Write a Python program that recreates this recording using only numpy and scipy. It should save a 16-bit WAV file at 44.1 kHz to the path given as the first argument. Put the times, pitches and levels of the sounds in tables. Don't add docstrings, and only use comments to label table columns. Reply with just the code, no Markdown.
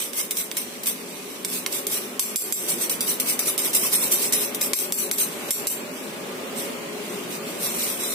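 import sys
import numpy as np
from scipy import signal
from scipy.fft import rfft, irfft, next_fast_len
from scipy.io import wavfile
from scipy.ndimage import uniform_filter1d

SR = 44100
rng = np.random.default_rng(int(sys.argv[2]) if len(sys.argv) > 2 else 0)


def boost(x):
    u = np.asarray(x, float) / 20
    return 10 ** u


def store_pcm(level_fs):
    pcm = np.round(np.clip(level_fs, -1, 1) * 32767).astype(np.int16)
    wavfile.write(sys.argv[1], SR, np.atleast_2d(pcm).T)


N = 358959

# frequency in Hz, level in dB per Hz.
HUM_SPECTRUM = [(18, -65), (30, -38), (53, -39), (112, -20), (227, -1.5), (280, -6.5), (404, -1.5),
                (600, -10.5), (889, -12), (1220, -13), (1760, -15.5), (2290, -13), (5900, -24), (6720, -22),
                (16000, -29)]
# frequency in Hz, width in Hz, height in dB.
HUM_TONES = [(180, 20, 3), (365, 15, 3), (254, 14, 4.5), (416, 12, 5.5), (556.2, 13, 9.5), (595, 12, 10),
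             (641, 12, 3.5), (725, 4.7, 1), (1087, 19, 5), (1206, 16, 6.5)]
# frequency in Hz, likeness left to right (1 = same).
HUM_LIKENESS = [(60, 1), (130, 0.96), (290, 0.81), (640, 0.57), (1410, -0.1), (3100, 0), (6820, 0),
                (15000, 0.1)]
# time in seconds, level in dB.
HUM_LEVEL = [(0.0, -42), (0.9, -41), (1.7, -39.3), (2.7, -36.8), (4.4, -35.6), (5.2, -37.3), (5.58, -33.5),
             (5.96, -36), (6.89, -34.8), (8.14, -35.4)]
# fastest slide in seconds, level in dB, rise in seconds.
SLIDES = [(0.018, -27.5, 0.037), (0.191, -24.5, 0.022), (0.398, -26.5, 0.024), (0.587, -28.5, 0.016),
          (0.872, -20.5, 0.0054), (1.552, -28, 0.043), (1.756, -26, 0.024), (1.945, -24, 0.026),
          (2.699, -20, 0.0098), (2.82, -23, 0.01), (2.911, -24.5, 0.003), (3.091, -19, 0.013),
          (3.294, -21.5, 0.02), (3.477, -21, 0.012), (3.59, -25, 0.005), (3.657, -22, 0.015),
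          (3.753, -17, 0.0063), (3.846, -22, 0.031), (3.941, -16.5, 0.013), (4.037, -21, 0.019),
          (4.123, -17, 0.0049), (4.232, -23.5, 0.043), (4.336, -18, 0.003), (4.422, -24.5, 0.041),
          (4.632, -23, 0.014), (4.807, -25.5, 0.031), (5.013, -24.5, 0.028), (5.187, -20.5, 0.003),
          (5.212, -20, 0.012), (5.56, -31, 0.053), (5.715, -27.5, 0.018)]
# peak in seconds, level in dB, rise in
# seconds, fall in seconds.
TRICKLES = [(0.836, -30, 0.002, 0.009), (0.72, -46, 0.06, 0.1), (1.0, -47, 0.04, 0.08),
            (1.15, -45, 0.06, 0.1), (1.32, -44, 0.04, 0.06), (2.03, -41, 0.03, 0.08),
            (5.33, -41, 0.03, 0.1), (5.14, -32, 0.01, 0.04), (2.66, -36, .02, .02), (2.79, -32, .01, .02),
            (3.03, -31, .01, .02), (5.525, -30, .006, .03),  (2.217, -31.5, 0.012, 0.075),
            (2.4, -31, 0.017, 0.08), (2.57, -31, 0.025, 0.12), (4.76, -32, .01, .03), (4.95, -33, .01, .03),
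            (8.06, -33, .03, .03), (3.42, -30, .01, .03), (5.94, -46, 0.016, 0.17),
            (6.6, -33, 0.022, 0.051), (7.13, -44, 0.1, 0.1), (7.336, -35.5, 0.026, 0.027),
            (7.483, -40, 0.022, 0.054), (7.655, -23, 0.025, 0.035), (7.735, -33, 0.03, 0.04),
            (7.812, -27, 0.03, 0.04), (7.9, -29, 0.05, 0.045), (8.015, -31, 0.02, 0.03),
            (8.118, -30.5, 0.05, 0.2)]
# start in seconds, crack peak in dB, dull part in dB, thrown sugar in dB.
TAPS = [(0.1335, -14, -5, -33), (0.3087, -13, -24, -20), (0.37, -14, -16, -22), (0.5148, -12, 5, -32),
        (0.5696, -8, -20, -21), (0.859, -12, -19, -24), (1.4486, -3, -18, -26.5), (1.6632, -3.5, 6, -26),
        (1.7252, -13, -18, -27), (1.8688, -4, -26, -22), (2.1951, -2, -18, -22), (2.1972, -4, -20, -24),
        (2.3597, -1, -27, -22), (2.5247, -3, -26, -23), (2.8964, -9, -14, -19.5), (3.0074, -11, -22, -19.5),
        (3.1993, -19, -28, -17.5), (3.392, -11, -10, -17.5), (3.579, -4, -26, -21), (3.591, -7, -20, -24),
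        (3.732, -13, -18.5, -23), (4.3242, -8, -24, -19), (4.3337, -4, -22, -25), (4.5472, -10, -30, -24),
        (4.6123, -9, -23, -21.5), (4.6159, -2.5, -18, -26), (4.734, 0, -12, -23), (4.7885, -10, -22, -25),
        (4.9233, 0, -28, -25), (4.9868, -11, -29, -26), (5.1136, -2.5, -9, -22), (5.5075, -1.5, -24, -22),
        (5.5105, -4, -22, -26), (5.671, -2.5, -25, -24), (5.673, -6, -26, -28), (8.035, -12, -7, -27.5)]
# frequency in Hz, level in dB per Hz.
SUGAR_SPECTRUM = [(500, -39), (1000, -10), (1700, -13.5), (2500, -6.5), (3300, -5.5), (4200, -6),
                  (6000, -6.5), (6750, -8), (7200, -5.5), (8500, -4), (12000, -3), (15000, 0), (16500, -22)]
# frequency in Hz, width in Hz, height in dB.
MESH_MODES = [(2170, 340, 4.5), (3730, 130, 1.5), (4710, 100, -1), (5980, 470, 6), (7405, 390, 5),
              (8444, 350, 9), (9940, 1240, 5.5), (11680, 880, 5.5), (13200, 270, -0.5), (3240, 130, -1.5),
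              (9000, 170, 0)]
# frequency in Hz, level in dB, T60 in seconds.
HOOP_MODES = [(1070, -6, .03), (1450, -3, .012), (2270, 2, .022), (3740, 0, .008), (4770, -1, .012)]
# time in seconds, left minus right in dB.
SIEVE_PAN = [(0, -2.2), (1.9, -2.1), (2.2, -0.4), (2.6, -3), (3.3, -0.8), (4.1, -3), (4.85, 0.8),
             (5.3, -0.8), (8.14, -1.6)]
# centre in seconds, half length in seconds, frequency in Hz, level in dB.
DRONES = [
    (1.03, .1, 183, -47),
    (1.04, .12, 258, -44),
    (1.54, .13, 182, -45),
    (1.62, .22, 250, -43),
    (1.5, .13, 367, -44),
    (1.62, .1, 345, -47),
    (2.03, .17, 365, -44),
    (2.02, .15, 210, -46),
]
# start in seconds, depth in dB.
DIPS = [
    (2.194, 7.5),
    (2.359, 15),
    (2.523, 12),
    (4.733, 11),
    (4.923, 6),
    (5.113, 4),
    (5.507, 13),
    (5.670, 9),
]
# frequency in Hz, level in dB, T60 in seconds.
RIM_MODES = [(4800, -43, 0.22), (5950, -40, .3), (7440, -30.5, 0.6), (7730, -36, 0.4), (8370, -38, 0.3),
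             (10200, -36, 0.4), (11710, -29, .5), (12880, -38, .3), (14690, -39, .3)]
# start in seconds, peak in dB, frequency in Hz.
KNOCKS = [
    (3.48, -35, 1270),
    (3.666, -34, 997),
    (3.836, -30, 1154),
    (3.957, -44, 1010),
    (4.021, -33, 997),
]
# frequency in Hz, left minus right in dB.
PORT_COLOUR = [(60, 0), (120, -2), (250, 1), (500, 0.5), (2000, 0), (4400, -0.4), (8000, -2), (15000, 3.5)]
# frequency in Hz, width in Hz, height in dB.
CASE_NOTCHES = [(6750, 300, -3), (9150, 250, -2), (11000, 300, -2)]


def interp_log(hz, points):
    points = np.array(points)
    return np.interp(np.log(hz), np.log(points[:, 0]), points[:, 1])


def gain(points, peaks, size):
    hz = np.arange(size // 2 + 1) * SR / size + 1
    db = interp_log(hz, points)
    db = db + sum(up / (1 + (2 * (hz - f) / width) ** 2) for f, width, up in peaks)
    cepstrum = irfft(np.log(boost(db)), size)
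    cepstrum[1:size // 2] *= 2
    cepstrum[size // 2 + 1:] = 0
    return irfft(np.exp(rfft(cepstrum)), size)[:size // 2]


def through(x, response):
    return signal.oaconvolve(x, np.atleast_2d(response), axes=1)[:, :x.shape[1]]


def split(x):
    edge_hz = 4580
    low = signal.sosfilt(signal.butter(2, edge_hz, "low", fs=SR, output="sos"), x)
    high = signal.sosfilt(signal.butter(2, edge_hz, "high", fs=SR, output="sos"), x)
    return low, -high


def unit(x):
    return x / np.sqrt(np.mean(x ** 2))


def walk(rate_hz):
    hold = int(SR / rate_hz)
    steps = np.repeat(rng.standard_normal(N // hold + 1), hold)
    return 1.3 * uniform_filter1d(uniform_filter1d(steps, hold), hold)[:N]


def patchy(x, depth_db, long, size):
    z = signal.stft(x, nperseg=size)[2]
    field = rng.standard_normal(z.shape)
    field = uniform_filter1d(field + field[0], 2, axis=1)
    field = uniform_filter1d(field, long, axis=2)
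    return unit(signal.istft(z * boost(depth_db * unit(field)), nperseg=size)[1][:, :N])


def sides(pan_db):
    return boost(np.array([[pan_db], [-pan_db]]) / 2)


def place(s):
    return np.interp(s, *np.transpose(SIEVE_PAN))


def dip_db(t):
    close_s, open_s = 0.011, 0.036
    total_db = 0
    for s, depth_db in DIPS:
        since = np.clip(t - s, 0, 2)
        total_db = total_db - 3.03 * depth_db * (np.exp(-since / open_s) - np.exp(-since / close_s))
    return total_db


def hum(t):
    size = next_fast_len(N)
    hz = np.arange(size // 2 + 1) * SR / size + 1
    alike = interp_log(hz, HUM_LIKENESS).clip(-.9, .99)
    mid = irfft(rfft(rng.standard_normal(N), size) * np.sqrt(1 + alike), size)[:N]
    side = irfft(rfft(rng.standard_normal(N), size) * np.sqrt(1 - alike), size)[:N]
    air = unit(through(np.array([mid + side, mid - side]), gain(HUM_SPECTRUM, HUM_TONES, size=16384)))
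    air = patchy(air, depth_db=2.0, long=9, size=4096)
    level_db = np.interp(t, *np.transpose(HUM_LEVEL)) + 0.35 * walk(6.8)
    return air * boost(level_db + dip_db(t) + 3.5)


def hiss():
    shape = [(1500, -10), (4000, -10.5), (8000, 2), (16000, -7)]  # Hz, dB
    air = through(rng.standard_normal((2, N)), gain(shape, [], size=1024))
    return patchy(air, depth_db=3.5, long=4, size=1024) * boost(-49.3)


def grains(per_s, spread_db, smear_s):
    sizes = (rng.random(N) < per_s / SR) * boost(spread_db * rng.exponential(size=N))
    tail = np.exp(-np.arange(128) / (smear_s * SR))
    power = through(sizes[None] ** 2, tail).clip(0)
    return unit(np.sqrt(power) * rng.standard_normal((2, N)))


def sugar_power(t):
    bright, dull = np.zeros((2, N)), np.zeros((2, N))
    strokes = [(s, db, rise_s, 0.023 + 0.3 * rise_s) for s, db, rise_s in SLIDES]
    for s, db, rise_s, fall_s in strokes + TRICKLES:
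        near = slice(max(int((s - 6 * rise_s) * SR), 0), int((s + 6 * fall_s) * SR))
        u = np.clip((t[near] - s) / np.where(t[near] < s, rise_s, fall_s), -20, 20)
        power = (boost(db) * sides(place(s)) / np.cosh(u)) ** 2
        dull_db = -0.9 - 0.6 * (db + 25)
        bright[:, near] += power
        dull[:, near] += power * boost(2 * dull_db)
    for s, crack_db, _, db in TAPS:
        after = slice(int(s * SR), int((s + .15) * SR))
        fall_s = max(0.012 - 0.0003 * crack_db, .005)
        power = (boost(db) * sides(place(s)) * np.exp(-(t[after] - s) / fall_s)) ** 2
        bright[:, after] += power
        dull[:, after] += power * boost(2 * -2.5)
    return bright, dull


def sugar(t):
    bright, dull = sugar_power(t)
    spray = grains(per_s=6000, spread_db=1.6, smear_s=0.00045)
    spray = unit(through(spray, gain(SUGAR_SPECTRUM, MESH_MODES, size=4096)))
    spray = patchy(spray, depth_db=4.0, long=6, size=1024)
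    low, high = split(spray * boost(0.65 * walk(70)))
    thin_db = sum(-0.5 * db * (t > s) * np.exp(-abs(t - s) / 0.2) for s, db in DIPS)
    low_gain = boost(0.45 * dip_db(t) + thin_db)
    return boost(1.1) * (np.sqrt(dull) * low * low_gain + np.sqrt(bright) * high)


def rim_taps():
    out, t = np.zeros((2, N + 1024)), np.arange(1024) / SR
    shape = [(500, -36.5), (1500, 8.5), (3000, 12), (12000, 15), (16000, 4)]  # Hz, dB
    blow, ring = gain(shape, [], size=2048), gain(shape, MESH_MODES[:9], size=1024)
    chance = rng.standard_normal((len(TAPS), 3, 1024))
    for (s, db, dull_db, _), (both, left, right) in zip(TAPS, chance):
        rattle = (.6 * both + np.array([left, right])) * np.exp(-t / .003)
        rattle = unit(through(rattle, ring)) + .75 * np.sign(both[0]) * unit(blow)
        low, high = split(rattle)
        body = 0
        for k, (hz, mode_db, t60_s) in enumerate(HOOP_MODES):
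            envelope = boost(mode_db + 2.2 * left[k] - 60 * t / t60_s) * (1 - np.exp(-t / .0004))
            body = body + envelope * np.sin(2 * np.pi * hz * (1 + .025 * both[k + 1]) * t)
        crack = boost(dull_db + 14) * (low + body) + high
        crack = crack / np.max(np.abs(crack.mean(axis=0)))
        i = int((s - .0004) * SR)
        out[:, i:i + 1024] += boost(db - 3.1) * sides(2.2 * place(s)) * crack
    return out[:, :N]


def drones(t):
    out = 0
    for s, long_s, hz, db in DRONES:
        out = out + boost(db) * np.exp(-((t - s) / long_s) ** 4) * np.sin(2 * np.pi * hz * t)
    return out


def rim_ring():
    out, t = np.zeros((2, N)), np.arange(SR // 2) / SR
    hz, db, t60_s = np.transpose(RIM_MODES)[:, :, None]
    chance = rng.standard_normal((len(DIPS), 2, 4, len(RIM_MODES), 2))
    for (s, depth_db), draw in zip(DIPS, chance):
        turns = hz * (1 + 0.008 * draw[..., :1]) * t + draw[..., 1:]
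        modes = boost(db + .3 * depth_db - 8 - 60 * t / t60_s) * np.sin(2 * np.pi * turns)
        i = int(s * SR)
        out[:, i:i + len(t)] += modes.sum(axis=(1, 2))
    return out


def knocks(t):
    out, rough = 0, 1 + 1.1 * walk(300)
    for s, db, hz in KNOCKS:
        since = np.clip(t - s, 0, 1)
        turns = hz * (.85 * since + 0.256 * .015 * (1 - np.exp(-since / 0.0145)))
        envelope = (1 - np.exp(-since / 0.0027)) * np.exp(-since / 0.017)
        out = out + boost(db - 1.5) * envelope * np.sin(2 * np.pi * turns)
    return out * rough


def room(x):
    t60_s, level_db = 0.3, -11
    late = np.arange(SR // 2) / SR
    tail = rng.standard_normal((2, len(late))) * boost(-60 * late / t60_s) * (late > .004)
    tail = boost(level_db) * tail / np.sqrt(np.sum(tail ** 2) / 2)
    return through(x, tail)


def scene():
    t = np.arange(N) / SR
    sieve = sugar(t) + rim_taps() + knocks(t)
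    return hum(t) + hiss() + sieve + room(sieve) + drones(t) + rim_ring()


def masked(x):
    from_hz, attack_db, depth_db = 2800, 5, -40
    hz, _, z = signal.stft(x, SR, nperseg=1024)

    def smooth(v):
        return uniform_filter1d(uniform_filter1d(v, size=5, axis=0), size=4, axis=1)

    band = smooth((np.abs(z) ** 2).mean(axis=0))
    total = band.mean(axis=0)
    under_db = -6.4 + 1.7 * np.exp(-((hz[:, None] - 4200) / 1500) ** 2)
    under_db = under_db + 3.4 * unit(smooth(rng.standard_normal(band.shape)))
    under_db = under_db + 0.12 * 10 * np.log10(total / np.median(total) + 1e-9)
    weak = band < boost(2 * under_db) * uniform_filter1d(band, size=48, axis=0)
    weak = weak & (hz[:, None] > from_hz)
    bright = (np.abs(z[:, hz > from_hz]) ** 2).sum(axis=(0, 1))
    weak = weak & (np.roll(bright, -1) < boost(2 * attack_db) * np.roll(bright, 1))
    weak = uniform_filter1d(1. 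* weak, size=5, axis=0) > .1
    return signal.istft(z * np.where(weak, boost(depth_db), 1), nperseg=1024)[1][:, :N]


def hushed(x):
    hush_s, hush_db, from_hz, blow_over_db = 0.014, -2.5, 3500, -10
    size, out = int(hush_s * SR), x.copy()
    ramp = np.arange(size)
    fade = np.minimum(ramp / 200, 1) * np.minimum(ramp[::-1] / 30, 1)
    blows = np.array(TAPS)[:, :2]
    alone = np.diff(blows[:, 0], prepend=0) > 2 * hush_s
    for s, _ in blows[alone & (blows[:, 1] > blow_over_db)]:
        i = int((s - .001) * SR)
        hz, _, z = signal.stft(x[:, i - size:i], SR, nperseg=128)
        holes = uniform_filter1d(rng.standard_normal(z.shape[1:]), size=4, axis=0)
        holes = unit(holes[:, ::4]).repeat(4, axis=1)[:, :z.shape[2]]
        lost = np.where(holes > 0.8, 1, 1 - boost(hush_db)) * (hz[:, None] > from_hz)
        out[:, i - size:i] -= fade * signal.istft(z * lost, nperseg=128)[1][:, :size]
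    return out


def band_limit(x):
    return signal.sosfilt(signal.butter(12, 19000, fs=SR, output="sos"), x)


def record(dry):
    left = gain([(hz, db / 2) for hz, db in PORT_COLOUR], CASE_NOTCHES, size=1024)
    right = gain([(hz, -db / 2) for hz, db in PORT_COLOUR], CASE_NOTCHES, size=1024)
    thinned = hushed(masked(through(dry, [left, right])))
    dim = signal.sosfilt(signal.ellip(8, .2, 38, 15520, fs=SR, output="sos"), thinned)
    cut = signal.sosfilt(signal.ellip(10, .2, 60, 16700, fs=SR, output="sos"), dim)
    return band_limit(cut)


dry = scene()
out = record(dry)
store_pcm(out)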